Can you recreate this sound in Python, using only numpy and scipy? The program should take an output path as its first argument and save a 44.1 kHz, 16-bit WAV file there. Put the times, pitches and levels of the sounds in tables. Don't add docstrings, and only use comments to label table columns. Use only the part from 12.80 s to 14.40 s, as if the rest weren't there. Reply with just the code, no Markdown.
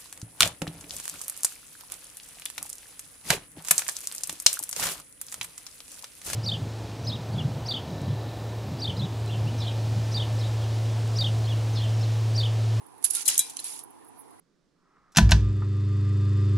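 import sys
import numpy as np
from scipy import signal
from scipy.fft import rfft, irfft
from scipy.io import wavfile

SR = 44100
rng = np.random.default_rng(int(sys.argv[2]) if len(sys.argv) > 2 else 0)


def volts_from_db(level):
    exponent = np.asarray(level, float) / 20
    return 10 ** exponent


def generate_wav(sig):
    pcm = np.round(np.clip(np.atleast_2d(sig).T, -1, 1) * 32767).astype(np.int16)
    wavfile.write(sys.argv[1], SR, pcm)


N = 70560

# (time [s], nominal peak [dB], left-right [dB], t60 [ms], dull part re bright [dB])
KNOCKS = [(.4545, -18.5, -9, 53, -6.5), (.478, -9.5, 27, 23, -7), (.4825, -2.5, -5, 34, -46),
          (.4883, -20, -19, 14, 2.5), (.5008, -14, -15, 12, -13), (.5545, -19, 1, 12, -13),
          (.5782, 4, -4, 10.8, -20.5), (.5912, 1, -1.5, 28.4, -28), (.6963, -26, -3, 56, -4)]
# (frequency [Hz], relative density [dB per Hz])
BRIGHT = [(2500, -53.5), (4000, -23.5), (8300, -8), (10500, 4), (11700, -11), (12600, -20.5),
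          (14700, -31.5), (16100, -67)]
SIDES = np.array([[.5], [-.5]])
CLUMP_LAG_MS, KNOCK_LAG_MS = -2.1, 1.4
SIZZLE_PAN_DB = -15


def rms_one(x):
    return x / np.sqrt(np.mean(x ** 2) + 1e-20)


def at_hz(points, hz):
    table_hz, values = np.array(points).T
    return np.interp(np.log(hz), np.log(table_hz), values)


def colour(x, spectrum):
    size = 2048
    db = at_hz(spectrum, np.arange(size // 2 + 1) * SR / size + 1)
    cepstrum = irfft(db * np.log(10) / 20)
    cepstrum[1:size // 2] *= 2
    cepstrum[size // 2 + 1:] = 0
    pulse = irfft(np.exp(rfft(cepstrum)))
    pulse = pulse / np.sqrt(np.sum(pulse ** 2))
    return signal.fftconvolve(x, pulse[None], axes=1)[:, :N]


def drift(rate_hz):
    r = np.exp(-2 * np.pi * rate_hz / SR)
    noise = rng.standard_normal(N + SR)
    return rms_one(signal.lfilter([1], [1, -2 * r, r * r], noise)[SR:])


def ring(clicks, hz, t60):
    r, w = volts_from_db(-60 / (t60 * SR)), 2 * np.pi * hz / SR
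    return signal.lfilter([0, np.sin(w)], [1, -2 * r * np.cos(w), r * r], clicks + 1e-18)


def grains(per_s, spread_db, lag_ms):
    shared = 0.74
    unevenness = np.minimum(rng.exponential(1, (3, N)), 5)
    size = volts_from_db(spread_db * unevenness) * rng.choice([-1, 1], (3, N))
    hits = size * (rng.random((3, N)) < per_s / SR)
    both = np.stack([np.roll(hits[2], int(lag_ms * SR / 1000)), hits[2]])
    return rms_one(np.sqrt(shared) * both + np.sqrt(1 - shared) * hits[:2])


def clatter(hits):
    # (frequency [Hz], level [dB])
    mode_levels = [(1000, -21), (2800, -4), (6500, 4.5), (9000, 3)]
    cycles = 65
    pitches = np.geomspace(mode_levels[0][0], mode_levels[-1][0], num=24)
    dealt = rng.integers(0, len(pitches), N)
    out = 0
    for k, hz in enumerate(pitches):
        gain = volts_from_db(at_hz(mode_levels, hz)) * np.sqrt(30 * hz / cycles / SR)
        out = out + gain * ring(hits * (dealt == k), hz, cycles / hz)
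    return out


def bursts(rows, spectrum, lag_ms):
    per_s, spread_db = 5000, 1.5
    attack_ms, burst_db = 1.2, -9
    crack_db, crack_ms = -2, 0.98
    tail_db, tail_t60_ms = -17, 109
    ms = np.arange(N) * 1000 / SR
    bright, dull, cracks = 0, 0, np.zeros((2, N))
    for s, db, pan_db, t60_ms, dull_db in rows:
        age = np.maximum(ms - s * 1000, 0)
        decay = volts_from_db(-60 * age / max(t60_ms, 2)) * volts_from_db(pan_db * SIDES)
        tail = volts_from_db(tail_db - 60 * age / tail_t60_ms)
        rise = 1 - np.exp(-age / attack_ms)
        shape = rise * volts_from_db(db + burst_db) * (decay + tail)
        bright = bright + shape
        dull = dull + volts_from_db(dull_db) * shape
        cracks[:, np.searchsorted(age, crack_ms)] = volts_from_db(db + crack_db + pan_db * SIDES.ravel())
    bright_part = colour(bright * grains(per_s, spread_db, lag_ms) + cracks, spectrum)
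    return bright_part + clatter(dull * grains(per_s, spread_db, lag_ms))


def drone():
    # (frequency [Hz], relative density [dB per Hz])
    fan_spectrum = [(25, -35), (100, -5.5), (210, -10), (298, 3), (360, -6), (435, -3.5), (562, -16),
                    (900, -1.5), (1050, -7.5), (1300, -17.5), (7770, -35.5), (16100, -55)]
    # (frequency [Hz], correlation [-1 to 1])
    likeness = [(150, -0.93), (640, -0.48), (1400, 0.56), (3000, -0.21)]
    # (frequency [Hz], left-right [dB])
    lean = [(300, -3), (700, -7), (2400, 0)]
    level_db = -52.5
    out, edges = 0, 22 * 2 ** np.arange(0, 9.6, 1 / 5)
    white = rng.standard_normal((2, 2, N + SR))
    for k, (low, high) in enumerate(zip(edges, edges[1:])):
        band = signal.butter(2, [low, high], "band", fs=SR, output="sos")
        mid, side = signal.sosfilt(band, white[k % 2])[:, SR:]
        hz = np.sqrt(low * high)
        alike = at_hz(likeness, hz)
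        gain = volts_from_db(at_hz(fan_spectrum, hz) + at_hz(lean, hz) * SIDES + 2.0 * drift(12))
        out = out + gain * (np.sqrt(1 + alike) * mid + np.sqrt(1 - alike) * side * [[1], [-1]])
    return volts_from_db(level_db) * rms_one(out)


def sizzle():
    # (time [s], nominal peak [dB])
    pop_times = [(.0637, -40), (0.1793, -42), (1.035, -28.5), (1.1043, -39.5), (1.2459, -42), (1.507, -44),
                 (1.594, -42)]
    # (time [s], level [dB])
    swell_levels = [(1.25, -74), (1.288, -56.5), (1.32, -93.5), (1.394, -51), (1.425, -62), (1.439, -73.5)]
    # (frequency [Hz], relative density [dB per Hz])
    spit_colour = [(7000, -37), (10500, 6.5), (12000, -9), (15600, -20)]
    t60_ms, dull_db = 28, -36
    pops = [(s, db, SIZZLE_PAN_DB, t60_ms, dull_db) for s, db in pop_times]
    swell_db = np.interp(np.arange(N) / SR, *np.transpose(swell_levels))
    swell = volts_from_db(swell_db + SIZZLE_PAN_DB * SIDES)
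    fine = colour(grains(6000, 3.5, CLUMP_LAG_MS), spit_colour)
    return bursts(pops, spit_colour, CLUMP_LAG_MS) + swell * fine


def slide():
    # (time [s], level [dB], left-right [dB], dull part re bright [dB])
    slide_levels = [(0.211, -67.5, -15, -17), (0.256, -43, -31, -4.5), (.295, -44.5, -9.5, -11),
                    (0.356, -32.5, 0.5, -4), (0.427, -40, -11.5, -1.5), (0.445, -53, 11, 0),
                    (0.497, -33, 1.5, 5), (0.566, -40, -1, 2.5), (.62, -38, 4.5, -3.5),
                    (.75, -53.5, -3, -1), (0.837, -50.5, -2, 3), (0.853, -35, -3.5, -6.5),
                    (0.941, -41, -7, -7), (1.001, -48, -5.5, -3), (1.07, -66.5, -7, -12)]
    per_s, spread_db = 8000, 3.5
    s, *columns = np.transpose(slide_levels)
    db, pan_db, dull_db = (np.interp(np.arange(N) / SR, s, column) for column in columns)
    bright = colour(grains(per_s, spread_db, CLUMP_LAG_MS), BRIGHT)
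    dull = volts_from_db(dull_db) * clatter(grains(per_s, spread_db, CLUMP_LAG_MS))
    return volts_from_db(db + pan_db * SIDES) * (bright + dull)


def squeak():
    start_s, level_db, t60_ms, rise_ms = .4595, -20.5, 64, 2.7
    jerks_per_s = 1000
    t = np.arange(N) / SR
    age = np.maximum(t - start_s, 0)
    jerks = np.diff(np.floor(age * jerks_per_s), prepend=0) * (t < KNOCKS[1][0])
    shape = (1 - np.exp(-age * 1000 / rise_ms)) * volts_from_db(level_db - 60000 * age / t60_ms)
    train = jerks * shape * np.sqrt(SR / jerks_per_s)
    return colour(np.stack([train] * 2), BRIGHT)


def metal():
    # (frequency [Hz], level [dB], t60 [s])
    rim_modes = [(1660, -27, .2), (2390, -22, .33), (3316, -13, .13), (3525, -13, .12), (3919, -4, .16),
                 (5254, -11, .1), (6433, -9, .07), (7946, -5, .09), (8974, 0, .085)]
    # (time [s], level [dB])
    rim_knocks = [(0.4883, -31), (0.5927, -22)]
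    # (time [s], nominal peak [dB], frequency [Hz], t60 [s])
    clacks = [(0.355, -37, 3700, 0.031), (0.369, -46.5, 1387, 0.18), (0.4633, -35, 4054, 0.061),
              (0.489, -19.5, 2945, 0.0077), (0.5446, -25.5, 9940, 0.01), (0.5576, -28, 3400, 0.0044),
              (0.7907, -33, 4130, 0.028)]
    twin_share, twin_db = .007, -9
    s, db = np.transpose(rim_knocks)
    clicks, out = np.zeros(N), np.zeros((2, N))
    clicks[(s * SR).astype(int)] = volts_from_db(db)
    for hz, level_db, t60 in rim_modes:
        twin = volts_from_db(twin_db) * 2 * SIDES * ring(clicks, hz * (1 + twin_share), t60)
        out += volts_from_db(level_db) * (ring(clicks, hz, t60) + twin)
    for s, db, hz, t60 in clacks:
        click = volts_from_db(db) * (np.arange(N) == int(s * SR))
        out += ring(ring(click, hz, t60), hz, 5.34 / hz) * hz / SR * 4
    return signal.sosfilt(signal.butter(2, 1400, "high", fs=SR, output="sos"), out)


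def clumps():
    # (time [s], nominal peak [dB], left-right [dB], t60 [ms], dull part re bright [dB])
    clump_hits = [(.226, -28, -21, 11.3, -9.5), (.240, -9.5, -14.5, 28.4, -22.5),
                  (.2435, -6.5, -25, 14.2, -16.5), (.2465, -11, -13.5, 40, -16), (.2523, -26, -33, 17, -23),
                  (.3015, -18, -12.5, 55, -13.5), (.307, -9.5, -21, 15.7, -37), (.333, -21, -18, 43, -23),
                  (.3432, -16.5, -6, 8, -28), (.349, -15, -14.5, 78, -15.5), (.366, -19, -22.5, 9.5, -15.5),
                  (.417, -23.5, -12, 38, -36), (.768, -16, -13.5, 9.7, -2), (.791, -30.5, -6, 55, 1.5),
                  (.799, -23.5, -24, 14, -22), (.842, -12, -9.5, 14.7, -22),
                  (.9905, -20.5, -16.5, 12, -14.5)]
    return bursts(clump_hits, BRIGHT, CLUMP_LAG_MS)


def knocks():
    # (frequency [Hz], relative density [dB per Hz])
    knock_colour = [(3500, -38), (6300, -1), (10800, 3.5), (13600, -11.5), (16100, -51)]
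    return bursts(KNOCKS, knock_colour, KNOCK_LAG_MS)


def scene():
    background = drone() + sizzle()
    bowl = slide() + squeak() + metal() + clumps() + knocks()
    return background + bowl


def roll_off(x):
    return signal.sosfilt(signal.butter(12, 16290, fs=SR, output="sos"), x)


def record(dry):
    square_law_db, square_law_hz = -20.5, 127
    lowpass = signal.butter(4, square_law_hz, fs=SR, output="sos")
    push = signal.sosfilt(lowpass, dry ** 2)
    mix = np.tanh(dry - volts_from_db(square_law_db) * push)
    return roll_off(mix)


dry = scene()
out = record(dry)
generate_wav(out)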